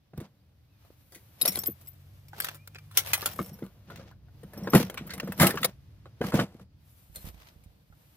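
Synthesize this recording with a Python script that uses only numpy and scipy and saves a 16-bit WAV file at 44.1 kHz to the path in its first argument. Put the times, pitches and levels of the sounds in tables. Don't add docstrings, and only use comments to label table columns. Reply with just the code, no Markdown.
import sys
import numpy as np
from scipy import signal
from scipy.fft import rfft, irfft
from scipy.io import wavfile
from scipy.ndimage import uniform_filter1d, map_coordinates

SR = 44100
rng = np.random.default_rng(int(sys.argv[2]) if len(sys.argv) > 2 else 0)


def materialize(psi):
    bounded = np.clip(np.atleast_2d(psi).T, -1, 1)
    quanta = np.round(bounded * 32767).astype(np.int16)
    wavfile.write(sys.argv[1], SR, quanta)


N = 359856

# t/s, tick level/dB, knock level/dB, knock f/Hz, slope below f/(dB/octave), tick t60/s
CONTACTS = [(0.134, -69, -42.5, 447, 2, 0.03), (0.176, -39, -41.5, 600, -2, 0.023),
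            (0.2018, -43, -40, 440, 7, 0.065), (0.8487, -61, -50.5, 554, 13, 0.05),
            (0.9032, -67, -43, 560, -24, 0.013), (1.1209, -44, -49.5, 525, -7, 0.19),
            (1.1474, -38.5, -40.5, 2140, 28, 0.088), (1.4136, -18, -33.5, 575, 0, 0.023),
            (1.4526, -18, -22.5, 625, 8, 0.059), (1.4782, -11.5, -33, 397, 0, 0.06),
            (1.521, -27, -41.5, 401, 5, 0.18), (1.5544, -29, -35, 432, 3, 0.087),
            (1.5721, -20.5, -31, 384, 2, 0.044), (1.5898, -32, -66, 546, 4, 0.045),
            (1.6352, -26.5, -36, 875, 1, 0.022), (1.66, -29, -42, 401, 10, 0.015),
            (1.6806, -53, -34, 406, 5, 0.022), (1.8723, -47, -69, 2440, 9, 0.072),
            (2.283, -43.5, -71, 412, 2, 0.05), (2.3314, -55, -34, 830, 5, 0.034),
            (2.3808, -40, -38, 867, 2, 0.062), (2.4014, -16, -20, 1590, 9, 0.029),
            (2.4189, -26.5, -36.5, 1350, -0.5, 0.088), (2.4441, -16, -24, 1520, 7, 0.043),
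            (2.4853, -27.5, -22, 2640, 3.5, 0.032), (2.5447, -35.5, -43, 1320, 0.5, 0.071),
            (2.6736, -35, -40, 1396, 6, 0.029), (2.7464, -44, -38.5, 2480, 6, 0.038),
            (2.7559, -60, -32.5, 2510, 3, 0.03), (2.7844, -45, -36.5, 2600, 8, 0.028),
            (2.9106, -43, -44.5, 1150, 14, 0.12), (2.9718, -2.5, -18.5, 2254, 1.5, 0.077),
            (3.1329, -5.5, -15.5, 2104, 3, 0.069), (3.175, -25.5, -30.5, 786, 12, 0.075),
            (3.217, -23, -44, 1200, 4, 0.036), (3.2257, -37, -26, 1223, 2, 0.045),
            (3.258, -10.5, -23.5, 1368, 2, 0.055), (3.3896, -61, -18, 1216, -5.5, 0.06),
            (3.4934, -47, -45, 544, 7, 0.041), (3.587, -50, -45, 450, 11, 0.06),
            (3.6242, -66, -38, 405, 13, 0.055), (3.6375, -45.5, -37, 394, -2, 0.12),
            (3.9011, -46, -34.5, 1040, -2.5, 0.11), (3.9578, -40.5, -41.5, 2690, 1, 0.078),
            (3.9937, -56, -41, 447, -4, 0.099), (4.112, -54, -45, 1020, 10.5, 0.06),
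            (4.284, -71.5, -53, 700, 2.5, 0.041), (4.4319, -47, -37, 464, 8, 0.059),
            (4.5333, -40.5, -37.5, 400, -2, 0.09), (4.575, -49, -33.5, 530, -23, 0.042),
            (4.6427, -51, -34, 520, -6, 0.039), (4.6722, -46, -19.5, 455, 9, 0.044),
            (4.7335, -38, -8.5, 470, 0, 0.057), (4.7491, -14, -8, 536, 1, 0.043),
            (4.7978, -23.5, -23, 475, 11, 0.092), (4.8982, -27.5, -28, 400, 5, 0.048),
            (4.9423, -30.5, -36, 490, -2, 0.034), (4.9736, -38, -24.5, 2330, 6.5, 0.064),
            (5.0734, -38, -45, 1370, 9, 0.038), (5.0938, -52, -36, 1950, 4, 0.067),
            (5.1044, -36, -26.5, 1930, 20, 0.079), (5.1352, -25.5, -36, 462, 18, 0.062),
            (5.1786, -34, -36, 1230, 19, 0.025), (5.1988, -29, -21.5, 1850, 8.5, 0.029),
            (5.2294, -52, -32.5, 604, -10, 0.04), (5.2741, -40.5, -28, 526, 17, 0.042),
            (5.3206, -29, -27, 604, 38, 0.043), (5.3981, -13.5, -12.5, 962, 13, 0.18),
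            (5.4175, -8.5, -11, 1224, 6, 0.073), (5.4312, -19.5, -10.5, 570, 1, 0.12),
            (5.468, -8, -24, 454, 20, 0.049), (5.5054, -24, -21, 1770, 14, 0.048),
            (5.542, -46, -24, 458, -2, 0.064), (5.555, -33.5, -32, 454, 9, 0.059),
            (5.5729, -48, -18, 1180, 24, 0.047), (5.581, -49, -33, 1480, 2, 0.063),
            (5.6156, -31, -44, 401, 7, 0.061), (5.6301, -21, -15, 1960, 16, 0.058),
            (5.6445, -9.5, -15.5, 512, 36, 0.038), (6.056, -69, -38, 1104, -6.5, 0.052),
            (6.2131, -41, -16, 530, -1.5, 0.044), (6.239, -42.5, -24, 988, 15, 0.062),
            (6.321, -42, -26, 950, 10, 0.028), (6.3408, -30.5, -16, 480, 7, 0.066),
            (6.391, -37, -15, 547, 18, 0.061), (6.398, -33, -16, 1600, 14, 0.036),
            (6.5963, -61, -43, 479, 7, 0.032), (7.157, -34.5, -46, 510, 21, 0.074),
            (7.399, -53, -50, 1440, 11, 0.045), (7.475, -57.5, -53, 1924, 7.5, 0.05),
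            (7.637, -50, -70, 784, 5, 0.05), (7.924, -67.5, -51, 822, 7, 0.053)]
# f/Hz, level/dB
CONTACT_SPECTRUM = [(300, 2), (520, 2), (900, -3), (1500, 4), (2500, -5), (4000, -4), (7000, -8.5),
                    (12000, -2.5), (16500, -7.5)]
# t/s, level/dB, f/Hz favoured by the struck spot, time scale of damping by the load/s
BOX_BLOWS = [(0.133, -41, 150, 0.066), (0.177, -28.5, 116, 0.031), (0.21, -33, 253, 0.054),
             (1.159, -45.5, 306, 0.043), (1.429, -35, 247, 0.047), (1.482, -31.5, 204, 0.075),
             (1.573, -30.5, 284, 0.056), (1.684, -26.5, 320, 0.061), (3.261, -39, 250, 0.045),
             (3.393, -24, 222, 0.074), (3.516, -37, 162, 0.073), (3.62, -26.5, 274, 0.11),
             (3.92, -47, 189, 0.04), (3.982, -39, 187, 0.053), (4.436, -36.5, 187, 0.062),
             (4.613, -28.5, 187, 0.4), (4.681, -28.5, 272, 0.04), (4.733, -9.5, 191, 0.089),
             (4.745, -6, 205, 0.089), (4.757, -18.5, 212, 0.083), (4.78, -21.5, 208, 0.051),
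             (4.8, -16.5, 240, 0.04), (4.828, -27, 207, 0.13), (5.007, -31.5, 215, 0.066),
             (5.05, -37, 186, 0.069), (5.091, -43, 211, 0.081), (5.165, -37, 214, 0.13),
             (5.23, -28, 225, 0.12), (5.285, -27, 215, 0.061), (5.385, -24, 179, 0.1),
             (5.4, -11.5, 171, 0.099), (5.417, -15.5, 168, 0.2), (5.437, -17, 170, 0.061),
             (5.456, -22.5, 236, 0.022), (5.477, -37, 168, 0.053), (5.55, -29.5, 169, 0.075),
             (5.609, -30.5, 180, 0.081), (5.646, -29, 255, 0.036), (6.207, -18.5, 223, 0.027),
             (6.237, -24.5, 214, 0.07), (6.272, -30, 182, 0.028), (6.338, -10, 218, 0.048),
             (6.388, -17.5, 226, 0.055), (6.429, -27, 182, 0.035), (6.546, -37.5, 219, 0.033),
             (6.6, -42, 204, 0.122)]
# f/Hz, level/dB, t60/s
BOX_MODES = [(89, -1.5, .1), (118, -2.5, 0.14), (153.5, 4.5, 0.041), (187.3, 8, 0.082), (194.4, 7.5, 0.098),
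             (244.4, -5, 0.077), (331, 0.5, 0.033), (459, -2.5, 0.05), (548, -7, 0.04)]
RING = [(5100, -9.5, 0.03), (7870, -7.5, 0.037), (13100, -8.5, 0.12), (13470, -6, 0.16)]
CARABINER = [(5520, -4.5, 0.11), (5760, -7, 0.07), (8260, -11, 0.067), (12700, -0.5, 0.1),
             (15130, -2.5, .08)]
BUCKLE = [(3810, -2, 0.024), (4120, -3.5, 0.023), (4990, -9, 0.035), (10400, -5.5, .03),
          (11200, -0.5, 0.05), (13300, -3.5, .03)]
SNAP_HOOK = [(9750, -8.5, 0.087), (12140, 3.5, 0.12), (14900, -1, 0.16)]
SHACKLE = [(4190, 0.5, 0.15), (7050, 0, 0.04), (8900, 4.5, 0.057), (13000, 4, 0.045)]
# t/s, level/dB, modes of the piece
METAL_BLOWS = [(1.413, -25, RING), (1.414, -12.5, BUCKLE), (1.428, -27.5, BUCKLE), (1.4544, -20.5, BUCKLE),
               (1.477, -23, CARABINER), (1.519, -35, BUCKLE), (1.589, -29, RING), (1.6387, -33, BUCKLE),
               (1.659, -22, RING), (1.5565, -28.5, BUCKLE), (1.589, -34, CARABINER), (1.872, -39.5, RING),
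               (1.932, -53.5, RING), (3.5296, -50.5, CARABINER), (4.5757, -44.5, CARABINER),
               (4.6344, -51, CARABINER), (4.661, -50.5, CARABINER), (4.698, -43.5, CARABINER),
               (5.066, -52.5, SNAP_HOOK), (5.238, -52.5, CARABINER), (5.343, -55, CARABINER),
               (5.5779, -46.5, SNAP_HOOK), (5.6474, -20.5, BUCKLE), (3.085, -44, SNAP_HOOK),
               (7.158, -44, SHACKLE)]
# t/s, cloth level/dB, sheen level/dB, level of drag on the box/dB
HANDLING = [(0, -79, -89, -78), (.3, -78, -84, -73.5), (.7, -76.5, -83.5, -76), (.85, -69, -74.5, -80),
            (1.1, -71.5, -69, -72), (1.39, -64.5, -66, -69), (1.95, -69.5, -71.5, -72),
            (2.9, -68.5, -72, -70), (3.53, -66.5, -64, -57.5), (3.8, -71.5, -77, -65.5),
            (4.2, -77.5, -87.5, -72), (4.42, -68.5, -73.5, -65.5), (4.6, -65.5, -70.5, -45.5),
            (5.05, -62.5, -73.5, -49.5), (5.3, -59.5, -69.5, -47.5), (5.75, -72, -79.5, -72),
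            (6.19, -72, -83, -67), (6.7, -81, -96.5, -77), (6.9, -70, -65.5, -76), (7.5, -69.5, -72.5, -66),
            (7.85, -75.5, -79.5, -72), (8.0, -69, -69.5, -72.5)]
# t/s, duration/s, cloth level/dB, sheen level/dB, level of drag on the box/dB
SLIDES = [(0.178, 0.073, -65, -84, -50), (1.416, 0.063, -43.5, -45.5, -53),
          (1.461, 0.23, -56.5, -53.5, -57.5), (1.813, 0.044, -67.5, -62, -69), (2.355, 0.16, -49, -56, -61),
          (2.964, 0.35, -47, -51, -61), (3.326, 0.16, -58, -52.5, -54.5), (3.886, 0.2, -59, -80, -54.5),
          (4.76, 0.0076, -32, -30, -17.5), (4.783, 0.066, -41, -49, -49), (5.416, 0.04, -28.5, -28.5, -23),
          (5.46, 0.04, -40.5, -40, -33), (5.513, 0.18, -53.5, -65, -45), (6.238, 0.056, -47, -52.5, -38),
          (6.341, 0.082, -43.5, -52, -28.5), (6.464, 0.16, -68.5, -74.5, -57.5),
          (7.157, 0.072, -60.5, -55, -66), (7.255, 0.043, -57.5, -56, -55),
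          (7.345, 0.14, -63.5, -72.5, -71)]
# f/Hz, level/dB
CLOTH_SPECTRUM = [(300, -11), (600, -0.5), (1500, -4.5), (3000, -5), (4500, -8), (6000, -10.5),
                  (9000, -28.5)]
SHEEN_SPECTRUM = [(4000, -19), (7000, -8.5), (9500, -5.5), (12000, 0.5), (15500, -1)]
# t/s, delay at the left port/samples, left minus right level/dB
GEAR_DIRECTION = [(0, -3.5, -0.5), (1.5, -3, 1.5), (2.1, 7.5, 1), (3.2, 4, 1), (3.6, -3, 2), (6.8, -4.5, 0),
                  (7, 10.5, 0.5)]
# t/s, level/dB
STEPS = [(7.098, -43.5), (7.17, -44), (7.244, -32), (7.272, -31), (7.343, -42.5), (7.562, -44),
         (7.661, -42), (7.901, -46)]
# f/Hz, level/dB, t60/s
STAND_MODES = [(56.8, -0.5, 0.33), (85.4, 2.5, 0.13), (156, -0.5, 0.058)]
# t/s, level/dB
TRAFFIC_LEVEL = [(0.0, -63.5), (5.29, -50.5), (8.16, -64)]
# f/Hz, level/dB
TRAFFIC_SPECTRUM = [(15, -49.5), (25, -21.5), (64, -4.5), (97, -3), (151, -7.5), (177, -18.5), (313, -27.5),
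                    (600, -44), (780, -73.5)]
LEAF_SPECTRUM = [(180, -26.5), (300, 1), (392, -23.5), (486, -16), (584, -24), (2000, -30), (4830, -23),
                 (6410, -41), (15000, -29.5), (16000, -37.5)]
# t/s, firing f/Hz, level/dB
MOTOR_RUN = [(1.3, 40.5, -72), (1.6, 42.42, -55), (2.0, 46.27, -61), (2.3, 49.3, -59.5), (3.3, 50.4, -55.5),
             (3.9, 49.44, -73.5), (4.3, 50.9, -81)]
# t/s, f/Hz, level/dB
BIRD_CALLS = [(.63, 2490, -100), (.66, 2200, -90), (.705, 2650, -84), (.78, 2410, -79), (.8, 2390, -100),
              (2.53, 2324, -100), (2.6, 2370, -64), (2.66, 2470, -87), (2.8, 2370, -65), (2.9, 2485, -100)]

CLACK_ATTACK_S, DECAY_POWER = 0.00088, 1.44
SNAP_DB, SNAP_S = 3, .003
BOUNCES_PER_S, BOUNCE_DB, BOUNCE_S = 400, -4.5, .0007
TICK_FROM_HZ, KNOCK_TO_HZ = 1900, 8000
KNOCK_ABOVE_DB_OCT, KNOCK_LONGER = 7, 1.3
HOLLOW_DB, HOLLOW_T60_S = 1.5, 0.07
SWELL_DB_S, FADE_DB_S = 699.5, 500.5
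GRIT_PER_S, GRIT_DB = 180, -2.5
JINGLE_FROM_S, JINGLE_TO_S = 2.9, 5.7
JINGLE_LIMIT_DB = -55
CHIRPS_PER_S, CHIRP_HZ, CHIRP_S, CHIRP_DB = 16, 4100, .05, -83
LEAVES_DB, LEFT_TREBLE_DB, TOP_HZ = -76.5, -9.5, 15700


def clacks(size=6144):
    out, t = np.zeros((2, N)), np.arange(size) / SR
    band_hz = np.geomspace(300, 17000, num=70)
    colour_hz, colour_db = np.transpose(CONTACT_SPECTRUM)
    colour_db = np.interp(np.log(band_hz), np.log(colour_hz), colour_db)
    rise = 1 - np.exp(-t / CLACK_ATTACK_S)
    for s, tick_db, knock_db, pitch_hz, thin_db, t60 in CONTACTS:
        band_db = colour_db + 5 * rng.standard_normal(len(band_hz))
        bounces = crackle(BOUNCES_PER_S, decay_s=BOUNCE_S, size=size)
        chatter = 1 + undb(SNAP_DB) * np.exp(-t / SNAP_S) + undb(BOUNCE_DB) * bounces
        octaves = np.log2(band_hz / pitch_hz)
        skirt_db = np.where(octaves < 0, thin_db * octaves, -KNOCK_ABOVE_DB_OCT * octaves)
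        tick = np.c_[band_hz, band_db][band_hz > TICK_FROM_HZ]
        knock = np.c_[band_hz, band_db + skirt_db][band_hz < KNOCK_TO_HZ]
        hollow = undb(HOLLOW_DB - 60 * t / HOLLOW_T60_S) * np.sin(2 * np.pi * pitch_hz * t)
        parts = (tick, 0, tick_db, 1, .55), (knock, hollow, knock_db, KNOCK_LONGER, pitch_hz / 6000)
        for spectrum, tone, db, longer, apart in parts:
            decay = undb(-60 * (t / (t60 * longer)) ** DECAY_POWER)
            burst = rise * decay * chatter * (port_noise(spectrum, apart, size) + tone)
            add(out, undb(db) * burst / np.abs(burst).max(), s)
    return out


def box_thuds(size=8192):
    out, t, impulse = np.zeros(N), np.arange(size) / SR, signal.unit_impulse(size)
    rise = 1 - np.exp(-t / 0.0029)
    for s, db, spot_hz, damping_s in BOX_BLOWS:
        modes = [(hz, mode_db - 11 * abs(np.log2(hz / spot_hz)), 3 * t60) for hz, mode_db, t60 in BOX_MODES]
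        walls = ringing(impulse, modes[::2]) - ringing(impulse, modes[1::2])
        thud = walls * rise * undb(-60 * t / (1.6 * damping_s))
        add(out, undb(db) * rng.choice([-1, 1]) * thud / np.abs(thud).max(), s)
    return out


def metal_clinks(size=8192):
    out, impulse = np.zeros((2, N)), signal.unit_impulse(size)
    rise = 1 - np.exp(-np.arange(size) / SR / 0.00047)
    for s, db, piece in METAL_BLOWS:
        tune = 1 + .004 * rng.standard_normal()
        jitter = np.repeat(rng.standard_normal(size // 128), 128)
        flutter = undb(6 * uniform_filter1d(jitter, size=128))
        for port in out:
            modes = [(hz * tune, mode_db + 3 * rng.standard_normal(), t60) for hz, mode_db, t60 in piece]
            add(port, undb(db) * rng.choice([-1, 1]) * rise * flutter * ringing(impulse, modes), s)
    return out


def slide_gains():
    t, power = np.arange(N) / SR, 0
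    for s, length, *db in SLIDES:
        shape_db = -SWELL_DB_S * np.maximum(s - t, 0) - FADE_DB_S * np.maximum(t - s - length, 0)
        power = power + np.outer(undb(db) ** 2, undb(shape_db) ** 2)
    return np.sqrt(power)


def webbing_rustle(quiet, sliding):
    grit = unit(crackle(GRIT_PER_S, decay_s=0.0021, size=N))
    grain = undb(3 * walk(35)) * unit(1 + undb(GRIT_DB) * grit)
    cloth_gain, sheen_gain = np.hypot(undb(0.87 * walk(36)) * quiet, grain * sliding)
    cloth = cloth_gain * port_noise(CLOTH_SPECTRUM, apart=0.89)
    sheen = sheen_gain * port_noise(SHEEN_SPECTRUM, apart=0.56)
    return cloth + sheen


def box_drag(quiet, sliding):
    gain = np.hypot(quiet, sliding) * undb(1.2 * walk(25))
    displacement = ringing(rng.standard_normal(N), BOX_MODES)
    return gain * unit(np.gradient(displacement))


def carabiner_jingle(sheen_gain, taps_per_s=60):
    out, t = 0, np.arange(N) / SR
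    push = np.minimum(sheen_gain, undb(JINGLE_LIMIT_DB)) * (t > JINGLE_FROM_S) * (t < JINGLE_TO_S)
    for mode in CARABINER:
        flutter = undb(5 * walk(300))
        taps = (rng.random(N) < taps_per_s / SR) * rng.standard_normal((2, N))
        out = out + flutter * ringing(taps * push, [mode])
    return out


def footfalls():
    force = np.zeros(N)
    for s, db in STEPS:
        force[int(s * SR)] += undb(db)
    return ringing(force, STAND_MODES) * undb([[-10.5], [-3.5]])


def traffic():
    level_db = along(TRAFFIC_LEVEL)[0] + 1.3 * walk(4.9)
    return undb(level_db) * port_noise(TRAFFIC_SPECTRUM, apart=0.06)


def leaves():
    return undb(LEAVES_DB + 1.4 * walk(12)) * port_noise(LEAF_SPECTRUM, apart=0.94)


def motor():
    firing_hz, db = along(MOTOR_RUN)
    phase = 2 * np.pi * np.cumsum(firing_hz) / SR
    second = undb(3.5 + 2.1 * walk(1.2)) * np.sin(2 * phase)
    third = undb(2.5 * walk(8.1)) * np.sin(3 * phase)
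    return undb(db) * (second + third)


def bird():
    hz, db = along(BIRD_CALLS)
    gain = undb(db + 4 * walk(40))
    wavering_hz = hz * (1 + .012 * walk(60))
    return gain * np.sin(2 * np.pi * np.cumsum(wavering_hz) / SR)


def far_chirps(size=4096):
    out, t = np.zeros((2, N)), np.arange(size) / SR
    shape = np.sin(np.pi * np.clip(t / CHIRP_S, 0, 1))
    for when, pitch, glide in rng.random((int(CHIRPS_PER_S * N / SR), 3)):
        hz = CHIRP_HZ * (.8 + .4 * pitch) * (1 + 2 * (glide - .5) * t)
        add(out, shape * np.sin(2 * np.pi * np.cumsum(hz) / SR), when * N / SR)
    return undb(CHIRP_DB) * np.array([walk(150), walk(150)]) * out


def ringing(force, modes):
    out = 0
    for hz, db, t60 in modes:
        pole = np.exp(2j * np.pi * hz / SR - np.log(1000) / (t60 * SR))
        out = out + undb(db) * signal.lfilter([0, pole.imag], [1, -2 * pole.real, abs(pole) ** 2], force)
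    return out


def port_noise(spectrum, apart, size=N):
    hz, db = np.transpose(spectrum)
    bin_hz = np.arange(size // 2 + 1) * SR / size
    gain = undb(np.interp(np.log(bin_hz + 1), np.log(hz), db, -90, -90))
    noise = unit(irfft(rfft(rng.standard_normal((3, size))) * gain, size))
    return np.sqrt(1 - apart) * noise[0] + np.sqrt(apart) * noise[1:]


def crackle(per_s, decay_s, size):
    hits = (rng.random(size) < per_s / SR) * rng.exponential(size=size)
    return signal.lfilter([1], [1, -np.exp(-1 / (decay_s * SR))], hits)


def walk(rate_hz):
    k = int(SR / rate_hz)
    return unit(uniform_filter1d(np.repeat(rng.standard_normal(N // k + 1), k), k)[:N])


def along(table):
    s, *columns = np.transpose(table)
    return [np.interp(np.arange(N) / SR, s, c) for c in columns]


def add(out, x, s):
    i = int(s * SR)
    out[..., i:i + x.shape[-1]] += x[..., :N - i]


def undb(db):
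    return 10 ** (np.asarray(db) / 20)


def unit(x):
    return x / np.sqrt(np.mean(x ** 2))


def scene():
    metal = metal_clinks()
    quiet, sliding = undb(along(HANDLING)), slide_gains()
    rustle = webbing_rustle(quiet[:2], sliding[:2])
    drag = box_drag(quiet[2], sliding[2])
    jingle = carabiner_jingle(sliding[1])
    delay, pan_db = along(GEAR_DIRECTION)
    shading = undb(np.array([pan_db, -pan_db]) / 2)
    left, right = shading * (metal + clacks() + rustle + jingle) + box_thuds() + drag
    treble = signal.sosfilt(signal.butter(2, 6000, "high", fs=SR, output="sos"), left)
    left = left + undb(LEFT_TREBLE_DB) * treble
    left = map_coordinates(left, [np.arange(N) - delay], order=3)
    return np.array([left, right]) + footfalls() + traffic() + leaves() + motor() + bird() + far_chirps()


def record(dry):
    dry = signal.sosfilt(signal.butter(2, 42, "high", fs=SR, output="sos"), dry)
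    return signal.sosfilt(signal.ellip(8, .2, 80, TOP_HZ, fs=SR, output="sos"), dry)


dry = scene()
out = record(dry)
materialize(out)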